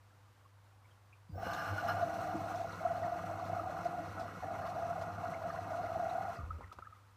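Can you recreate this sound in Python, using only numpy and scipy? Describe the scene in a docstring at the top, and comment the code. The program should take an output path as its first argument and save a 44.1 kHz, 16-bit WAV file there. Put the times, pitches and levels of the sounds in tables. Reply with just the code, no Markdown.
"""Laundry room, one microphone close to the door of a front-loading washing machine. It rests with a mains hum,
then the drum turns for five seconds: water rushes out of the lifted laundry and rings the steel, churns
and gurgles in the hollow tub, and wet cloth thuds down while the motor groans and whines. The tub rocks as
the drum starts and stops; afterwards the water settles with a dribble and a few plops. Drops are random
impacts, bubbles and low knocks swelling rings, cloth and air coloured noise, the motor moving tones."""
import sys
import numpy as np
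from scipy import signal
from scipy.fft import rfft, irfft
from scipy.io import wavfile

SR = 44100
rng = np.random.default_rng(int(sys.argv[2]) if len(sys.argv) > 2 else 0)


def bounce(signal):
    """Save signal as a 16-bit WAV file at the path given by the first command-line argument."""
    frames = np.transpose(np.atleast_2d(signal))
    limited = np.clip(frames, -1, 1)
    pcm = np.round(limited * 32767).astype(np.int16)
    wavfile.write(sys.argv[1], SR, pcm)


N = 315756
T = np.arange(N) / SR
FREQS = np.fft.rfftfreq(N, 1 / SR)

# the drum turns from START_S until it brakes at STOP_S; the water follows a little later
START_S, STOP_S, WATER_LAG_S = 1.285, 6.3, 0.039
# air pockets gulping under the load: start_s, peak_db (before reflections), swell_s
GULPS = [(1.378, -37, 0.0044), (1.429, -31.5, 0.0046), (1.967, -29.5, 0.0032), (2.009, -28, 0.0061),
         (2.023, -24, 0.011), (2.848, -23.5, 0.0093), (3.077, -30, 0.0047), (3.117, -30.5, 0.0094),
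         (3.157, -35.5, .0045), (3.238, -32, 0.0058), (3.423, -31.5, 0.0056), (3.529, -27.5, 0.0053),
         (3.563, -28.5, 0.0059), (3.853, -26.5, 0.0094), (4.433, -32, 0.0022), (5.319, -33.5, 0.0068),
         (5.586, -30.5, 0.006), (5.994, -29.5, 0.0075)]
# the lifted load empties in gushes: start_s, length_s, level_db
GUSHES = [(1.38, 0.42, -41.5), (1.864, 0.082, -43.5), (1.966, 0.34, -51.5)]
# colour of droplets on the door: frequency_hz, relative_level_db
SPRAY = [(1500, -11), (2550, 0), (3000, -8), (4150, -4.5), (4800, -12), (5700, -6), (6800, -10.5),
         (10400, -17), (12300, -16), (15000, -21)]


def undb(db):
    """Decibels to gain."""
    return 10 ** (np.asarray(db) / 20)


def unit(x):
    """Scale to rms 1."""
    return x / np.sqrt(np.mean(x ** 2))


def colour(x, points):
    """Causal minimum-phase filter through (Hz, dB) points; rms 1."""
    hz, db = np.transpose(points)
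    gain_db = np.interp(np.log(FREQS + 1), np.log(hz), db)
    cepstrum = irfft(np.log(undb(gain_db)), N)
    # folding the cepstrum onto positive time makes the filter causal
    cepstrum[1:N // 2] *= 2
    cepstrum[N // 2 + 1:] = 0
    return unit(irfft(rfft(x) * np.exp(rfft(cepstrum)), N))


def walk(rate):
    """Smooth random drift of rms 1 that changes about rate times a second."""
    return unit(irfft(rfft(rng.standard_normal(N)) * np.exp(-(FREQS / rate) ** 2), N))


def impacts(rate, spread_db):
    """Random tiny impacts, about rate a second, of uneven strength; rms 1."""
    size = undb(spread_db * np.minimum(rng.exponential(size=N), 4))
    struck = rng.random(N) < rate / SR
    return unit(struck * size * rng.choice([-1, 1], N))


def add(out, start_s, x):
    """Mix a short sound in at its time."""
    i = int(start_s * SR)
    out[i:i + len(x)] += x[:max(N - i, 0)]


def ring(hz, swell_s, glide):
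    """A damped ring of about peak 1; at swell_s it is loudest and at hz, gliding by that share per swell_s."""
    age = np.arange(int(4 * swell_s * SR)) / (swell_s * SR)
    envelope = age * np.exp((1 - age ** 2) / 2)
    cycles = hz * swell_s * age * (1 + glide * (age / 2 - 1))
    return envelope * np.sin(2 * np.pi * cycles)


def bubbling(low_hz, high_hz, cycles, spread_db, count):
    """A crowd of bubbles of random size, each swelling over the given cycles; rms 1."""
    out = np.zeros(N)
    for when, size, strength in rng.random((count, 3)):
        hz = low_hz * (high_hz / low_hz) ** size
        loud = undb(-spread_db * np.log(max(strength, 1 / 40)))
        add(out, when * N / SR, loud * ring(hz, cycles / hz, glide=0.02))
    return unit(out)


def enclosure(x, t60_s, wet_db):
    """Dense short reflections between drum and door glass, as a decaying noise tail."""
    t = T[:SR // 4]
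    tail = rng.standard_normal(len(t)) * undb(-60 * t / t60_s)
    return x + undb(wet_db) * signal.fftconvolve(x, tail / np.linalg.norm(tail))[:N]


def bursts(table):
    """Envelope of sudden contacts, each fading at its own pace."""
    out = np.zeros(N)
    for s, db, decay_s in table:
        age = T[:SR // 2]
        add(out, s, undb(db) * (1 - np.exp(-age / 0.0012)) * np.exp(-age / decay_s))
    return out


def swell(start_s, length_s, rise_s, fall_db_s, sag_db_s=0):
    """Envelope that rises, holds (sagging a little) and dies away."""
    age = np.maximum(T - start_s, 0)
    rise = np.sin(np.pi / 2 * np.minimum(age / rise_s, 1)) ** 2
    return rise * undb(-sag_db_s * age - fall_db_s * np.maximum(age - length_s, 0))


def turning(lag_s, rise_s, fall_db_s, sag_db_s=0):
    """Envelope of something that sounds for as long as the drum turns, lag_s behind it."""
    return swell(START_S + lag_s, STOP_S - START_S, rise_s, fall_db_s, sag_db_s)


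def sine(hz):
    """A tone of rms 1 that follows a moving pitch."""
    return np.sqrt(2) * np.sin(2 * np.pi * np.cumsum(hz) / SR)


def resonate(x, hz, width_hz):
    """A resonance whose centre follows a moving pitch; rms 1."""
    turn = np.exp(2j * np.pi * np.cumsum(hz) / SR)
    # shift the centre to 0 Hz, low-pass there, and shift back
    lowpass_b, lowpass_a = signal.butter(2, width_hz / 2, fs=SR)
    return unit((signal.lfilter(lowpass_b, lowpass_a, x / turn) * turn).real)


def room():
    """The resting machine and room: a soft rush of coloured noise with a faint trickle in the drum."""
    # frequency_hz, relative_level_db
    air_colour = [(25, -47), (45, 4.5), (115, 13), (170, -1.5), (300, 0.5), (430, -5), (600, 0), (1100, 2),
                  (2600, -9.5), (6000, -15.5), (15000, -22.5)]
    air = colour(rng.standard_normal(N) * undb(.5 * walk(8.3)), air_colour)
    trickle = bubbling(low_hz=750, high_hz=1700, cycles=7, spread_db=3, count=500)
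    return air * undb(-68.0) + trickle * undb(-78)


def mains_hum():
    """Steady mains tones throughout, stronger and more wavering while the drum turns."""
    # frequency_hz, rms_db at rest
    partials = [(100, -64), (500, -83.5)]
    hum = sum(np.sqrt(2) * undb(db) * np.sin(2 * np.pi * (hz * T + rng.random())) for hz, db in partials)
    running = turning(0, rise_s=0.086, fall_db_s=80, sag_db_s=0.8)
    wobble = walk(7)
    boost_db = running * (11.5 + 3.3 * wobble)
    return hum * undb(boost_db + 0.54 * wobble)


def squelch(hz, count):
    """A handful of bubbles of nearly one size burst in quick succession; peak 1."""
    length_s, pitch_spread, swell_s = .013, 0.082, 0.0034  # the spread is a share of the pitch
    out = np.zeros(SR // 10)
    for k, size in enumerate(rng.permutation(np.linspace(-1, 1, count))):
        delay_s = length_s * (k + rng.random()) / count
        bubble = ring(hz * (1 + pitch_spread * size), swell_s, glide=0)
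        add(out, delay_s, bubble / (1 + 2 * size ** 2))
    return out / np.max(np.abs(out))


def bubbles_and_knocks():
    """Bubbles, alone or in clusters, and low knocks of the load on the drum wall, echoing in the drum."""
    # small clusters of bubbles bursting: start_s, peak_db (before reflections), pitch_hz
    squelches = [(.449, -57, 1115), (.842, -62, 2230), (.905, -69, 3170), (1.124, -54, 2490),
                 (3.03, -47, 1880), (4.43, -50, 1730), (4.54, -53, 2030), (4.614, -49, 1650),
                 (5.333, -45, 2140), (5.5, -45.5, 1720), (5.855, -51, 2120), (6.092, -53, 3930),
                 (6.357, -58, 4800), (6.63, -49.5, 1950), (6.843, -52, 1640)]
    # single bubbles and low drum knocks: start_s, peak_db (before reflections), pitch_hz, swell_s
    plops_and_knocks = [(1.463, -39, 523, 0.0057), (1.778, -33, 1444, 0.007), (2.337, -40, 202, 0.015),
                        (2.344, -31, 315, 0.01), (3.595, -33.5, 1265, 0.0033), (3.997, -39.5, 306, 0.011),
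                        (5.499, -37.5, 1230, 0.0045), (6.387, -42.5, 1216, .004), (6.505, -35, 1270, 0.005),
                        (6.714, -45.5, 1270, 0.0057), (6.822, -41.5, 1294, 0.0043),
                        (6.869, -44, 1265, 0.0042), (6.923, -49.5, 1254, 0.0079)]
    out = np.zeros(N)
    for s, db, hz in squelches:
        add(out, s, undb(db) * squelch(hz, count=5))
    for s, db, hz, swell_s in plops_and_knocks:
        add(out, s, undb(db) * ring(hz, swell_s, glide=0.006))
    return enclosure(out, t60_s=.18, wet_db=-9)


def motor():
    """The motor sings briefly as it pulls away, groans low under load and whines thinly: unsteady sine tones."""
    # hauling a heavy wad up the drum wall: start_s, length_s, level_db
    hauls = [(1.285, 0.75, -63.5), (2.037, 0.47, -56), (3.03, 1, -59.5)]
    # pulling away: start_s, length_s, pitch_hz, level_db
    start_notes = [(1.29, 0.05, 4800, -80), (1.354, 0.097, 5470, -74.5)]
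    groan_hz, climb_hz_s = 302.3, 11  # pitch as the drum starts, and its climb from there
    effort = sum(undb(db) * swell(s, length_s, rise_s=0.04, fall_db_s=98) for s, length_s, db in hauls)
    pitch_hz = groan_hz + climb_hz_s * (T - START_S)
    groan = sine(pitch_hz * (1 + 0.00802 * walk(8.1))) * effort
    # the thin whine fades as the load eases
    whine = sine(15030 + 28 * walk(60)) * undb(-77 + 2 * walk(17))
    whine = whine * swell(START_S, length_s=2.7, rise_s=.1, fall_db_s=100, sag_db_s=5)
    flutter = 1 + .009 * walk(150)
    notes = sum(sine(hz * flutter) * undb(db) * swell(s, length_s, rise_s=.005, fall_db_s=598)
                for s, length_s, hz, db in start_notes)
    return groan + whine + notes


def laundry():
    """Wet cloth rolls on the drum wall as dense small impacts and lands in thuds of decaying noise."""
    # frequency_hz, relative_level_db
    cloth_colour = [(50, -43), (88, 3.5), (125, -2), (168, 6), (215, -2.5), (312, -1), (395, -9),
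                    (490, -1.5), (570, -2), (800, -48)]
    # heavy wet cloth landing: start_s, level_db, decay_s
    thud_table = [(1.355, -46.5, 0.019), (1.865, -45, 0.04), (2.12, -54, 0.18), (2.335, -55, 0.064),
                  (5.965, -42, 0.031), (6.585, -49, 0.015)]
    # the load loosens and rolls more softly, hence the sag
    rolling = undb(-50.5) * turning(0, rise_s=0.14, fall_db_s=40.5, sag_db_s=0.56)
    rumble = colour(impacts(rate=600, spread_db=2.5), cloth_colour) * rolling
    thuds = colour(rng.standard_normal(N), cloth_colour) * bursts(thud_table)
    return rumble + thuds


def rocking_tub():
    """The tub sways on its springs as low noise, swings harder at start and stop, and is jolted into low rings."""
    # frequency_hz, relative_level_db
    spring_colour = [(25, -33), (45, -6.5), (62, 7.5), (85, 15), (110, 1), (180, -49.5)]
    # drum starts and brakes: start_s, level_db
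    swing_table = [(1.285, -50), (6.44, -48)]
    # jolts as the drum starts and brakes: start_s, peak_db, pitch_hz, swell_s
    jolts = [(1.292, -45.5, 166, 0.0096), (1.314, -46, 90.6, 0.032), (6.383, -39, 96, 0.017),
             (6.429, -35.5, 77.5, 0.011), (6.488, -43, 69.6, 0.011)]
    rise_s, hold_s, fall_db_s = 0.033, 0.074, 58
    swings = sum(undb(db) * swell(s, hold_s, rise_s, fall_db_s) for s, db in swing_table)
    sway = undb(-62.5) * turning(0, rise_s, fall_db_s)
    tub = colour(rng.standard_normal(N), spring_colour) * np.hypot(swings, sway)
    for s, db, hz, swell_s in jolts:
        add(tub, s, undb(db) * ring(hz, swell_s, glide=-0.21))
    return tub


def glugs():
    """Air trapped under the load keeps ringing as the water squeezes it in quick, uneven glugs; rms 1."""
    squeeze = np.tanh(walk(52))
    return unit(sine(694.7 + 33 * walk(70.0)) * undb(6.5 * squeeze))


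def churn(waves):
    """Water slaps and glugs in the hollow tub, following the power of the waves and a steady stirring."""
    # frequency_hz, relative_level_db
    tub_colour = [(450, -32), (590, -25), (650, -1.5), (700, 0), (735, -10.5), (775, -1.5), (830, -12.5),
                  (950, -21.5), (1300, -58)]
    stirring = undb(-56.5) * turning(WATER_LAG_S, rise_s=0.028, fall_db_s=98)
    slaps = colour(impacts(rate=1500, spread_db=1.5), tub_colour)
    wash = undb(-3.5) * slaps + undb(-3) * glugs()
    # the churning gives way while a big gulp empties the air pocket
    gulping = np.max([np.exp(-((T - s - swell_s / 2) / (2 * swell_s)) ** 2) for s, _, swell_s in GULPS], axis=0)
    return wash * np.sqrt(waves + stirring ** 2) * (1 - .75 * gulping)


def gurgle_texture(surge):
    """Froth of tiny impacts and bubbles, made metallic by close reflections between drum and glass."""
    # frequency_hz, relative_level_db
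    gurgle_colour = [(600, -20.5), (940, -3.5), (1160, 1), (1270, 3), (1400, 4.5), (1530, -4.5),
                     (1810, -17), (1910, -5), (2040, -15.5), (2190, -10), (2400, -28), (2570, -9.5),
                     (3300, -46)]
    bubbles = bubbling(low_hz=900, high_hz=2800, cycles=3.5, spread_db=2, count=7000)
    froth = enclosure(impacts(rate=9000, spread_db=1) + bubbles, t60_s=.06, wet_db=-6)
    return colour(froth * undb(1.07 * surge), gurgle_colour)


def spray_texture(surge):
    """Droplets tick on the door and tiny bubbles fizz in clumps."""
    drops = enclosure(impacts(rate=7000, spread_db=2.6), t60_s=.07, wet_db=-2)
    fizz = bubbling(low_hz=3500, high_hz=6400, cycles=9, spread_db=2, count=3000)
    fizz = unit(fizz * undb(6 * np.tanh(walk(24))))
    return colour(drops * undb(0.97 * surge + 1.2 * walk(39)), SPRAY) + fizz * undb(-10)


def water():
    """Waves run through the tub: they churn, gurgle and spray while it turns, and dribble once it rests."""
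    # waves: start_s, length_s, level_db
    sloshes = [(1.368, 0.79, -44.5), (1.814, 0.44, -39), (2.253, 0.4, -41), (2.791, 0.39, -38),
               (3.263, 0.2, -43), (3.474, 0.53, -41), (4.14, 0.087, -42.5), (4.409, 0.3, -41),
               (4.744, 0.36, -40.5), (5.165, 0.42, -41.5), (5.655, 0.34, -40.5), (5.944, 0.34, -38.5)]
    waves = sum((undb(db) * swell(s, length_s, rise_s=0.027, fall_db_s=139, sag_db_s=4)) ** 2
                for s, length_s, db in sloshes)
    # a surge of water lifts froth and spray together
    surge = walk(14.4)
    gurgle = gurgle_texture(surge)
    spray = spray_texture(surge)
    steady_gurgling = undb(-51.5) * turning(WATER_LAG_S, rise_s=0.3, fall_db_s=106)
    # each wave stirs up more froth
    gurgling = np.hypot(steady_gurgling, undb(-14.5) * np.sqrt(waves))
    steady_spraying = undb(-65) * turning(WATER_LAG_S, rise_s=0.17, fall_db_s=187)
    # the first gush throws extra spray, which thins out slowly
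    mist = undb(-61.5) * swell(GUSHES[0][0], length_s=0.52, rise_s=0.089, fall_db_s=10.5)
    spraying = np.hypot(steady_spraying, mist)
    return churn(waves) + gurgle * gurgling + spray * spraying + dribble(gurgle, spray)


def pour():
    """A dense stream of drops drums on the steel and rings it and the hollow under the lifted load."""
    # resonances of the steel drum: frequency_hz, width_hz, relative_level_db
    drum_modes = [(540, 19, -5), (688, 53, -13), (834, 58, 4.5), (1032, 35, 1), (1192, 57, 10),
                  (1618, 143, 3.5), (2210, 310, -15), (2894, 224, -10), (4190, 120, -12.5),
                  (5300, 440, -17), (11940, 890, -25.5)]
    response = sum(undb(2 * db) / (1 + (2 * (FREQS - hz) / width) ** 2) ** 1.5 for hz, width, db in drum_modes)
    stream = impacts(rate=4000, spread_db=0) * undb(2.6 * walk(23))
    steel = unit(irfft(rfft(stream) * np.sqrt(response), N))
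    # the hollow widens, so its resonance sinks by 158 Hz and settles
    pocket_hz = 1384 + 158 * np.exp(-np.maximum(T - START_S, 0) / 0.49)
    pocket = resonate(stream, pocket_hz, width_hz=150)
    gushes = sum((undb(db) * swell(s, length_s, rise_s=0.26 * length_s, fall_db_s=86, sag_db_s=10)) ** 2
                 for s, length_s, db in GUSHES)
    steady = undb(-59.5) * turning(WATER_LAG_S, rise_s=0.066, fall_db_s=200)
    return (steel + undb(-3) * pocket) * np.sqrt(gushes + steady ** 2)


def gulps():
    """Air pockets gulp under the load; a bigger pocket swells longer and rings lower."""
    out = np.zeros(N)
    for s, db, swell_s in GULPS:
        hz = 737 - 5170 * swell_s  # 5170 Hz lower per second of swell
        add(out, s, undb(db) * ring(hz, swell_s, glide=0.0043))
    return out


def drips():
    """Fat drips knock on the drum: short bursts of coloured noise."""
    # frequency_hz, relative_level_db
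    drip_colour = [(300, -4), (750, 4.5), (1350, 4.5), (1900, -16), (12000, -40)]
    # start_s, level_db, decay_s
    drip_table = [(1.467, -32.5, 0.0053), (1.871, -41, 0.0041), (6.607, -49.5, 0.022), (6.724, -51, 0.011),
                  (6.786, -41, 0.0058)]
    return colour(rng.standard_normal(N), drip_colour) * bursts(drip_table)


def splashes():
    """Each splash against drum and door throws a shower of droplets that thins out quickly."""
    # start_s, level_db, decay_s
    splash_table = [(1.53, -51.5, 0.031), (2.545, -61, 0.12), (2.72, -62, 0.031), (3.44, -61, 0.045),
                    (3.845, -58, 0.024), (4.195, -59.5, 0.028), (4.66, -63, 0.054), (5.012, -58, .015),
                    (6.724, -53, 0.0075)]
    beads = bubbling(low_hz=3400, high_hz=7000, cycles=7, spread_db=2, count=3000)
    shower = unit(colour(impacts(rate=1500, spread_db=-1.0), SPRAY) + beads)
    return shower * bursts(splash_table)


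def dribble(gurgle, spray):
    """Once the drum rests, the load dribbles into the pool: small bubbles over remnants of gurgle and spray."""
    pool = bubbling(low_hz=1210, high_hz=1340, cycles=9, spread_db=1, count=2000)
    droplets = bubbling(low_hz=1400, high_hz=3000, cycles=9, spread_db=2, count=1200)
    mixture = (pool + gurgle) / 2 + droplets * undb(-16) + spray * undb(-18)
    return mixture * undb(-61) * swell(STOP_S, length_s=0.42, rise_s=WATER_LAG_S, fall_db_s=25)


def scene():
    """Everything reaches one microphone in front of the door."""
    background = room() + mains_hum()
    machine = motor() + laundry() + rocking_tub()
    single_drops = enclosure(gulps() + drips() + splashes(), t60_s=.09, wet_db=-15)
    return (background + bubbles_and_knocks() + machine + water() + pour() + single_drops)[None]


def record(dry):
    """The recorder cuts the top with a steep low-pass at 15250 Hz."""
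    return signal.sosfilt(signal.ellip(12, .1, 70, 15250, fs=SR, output="sos"), dry)


dry = scene()
out = record(dry)
bounce(out)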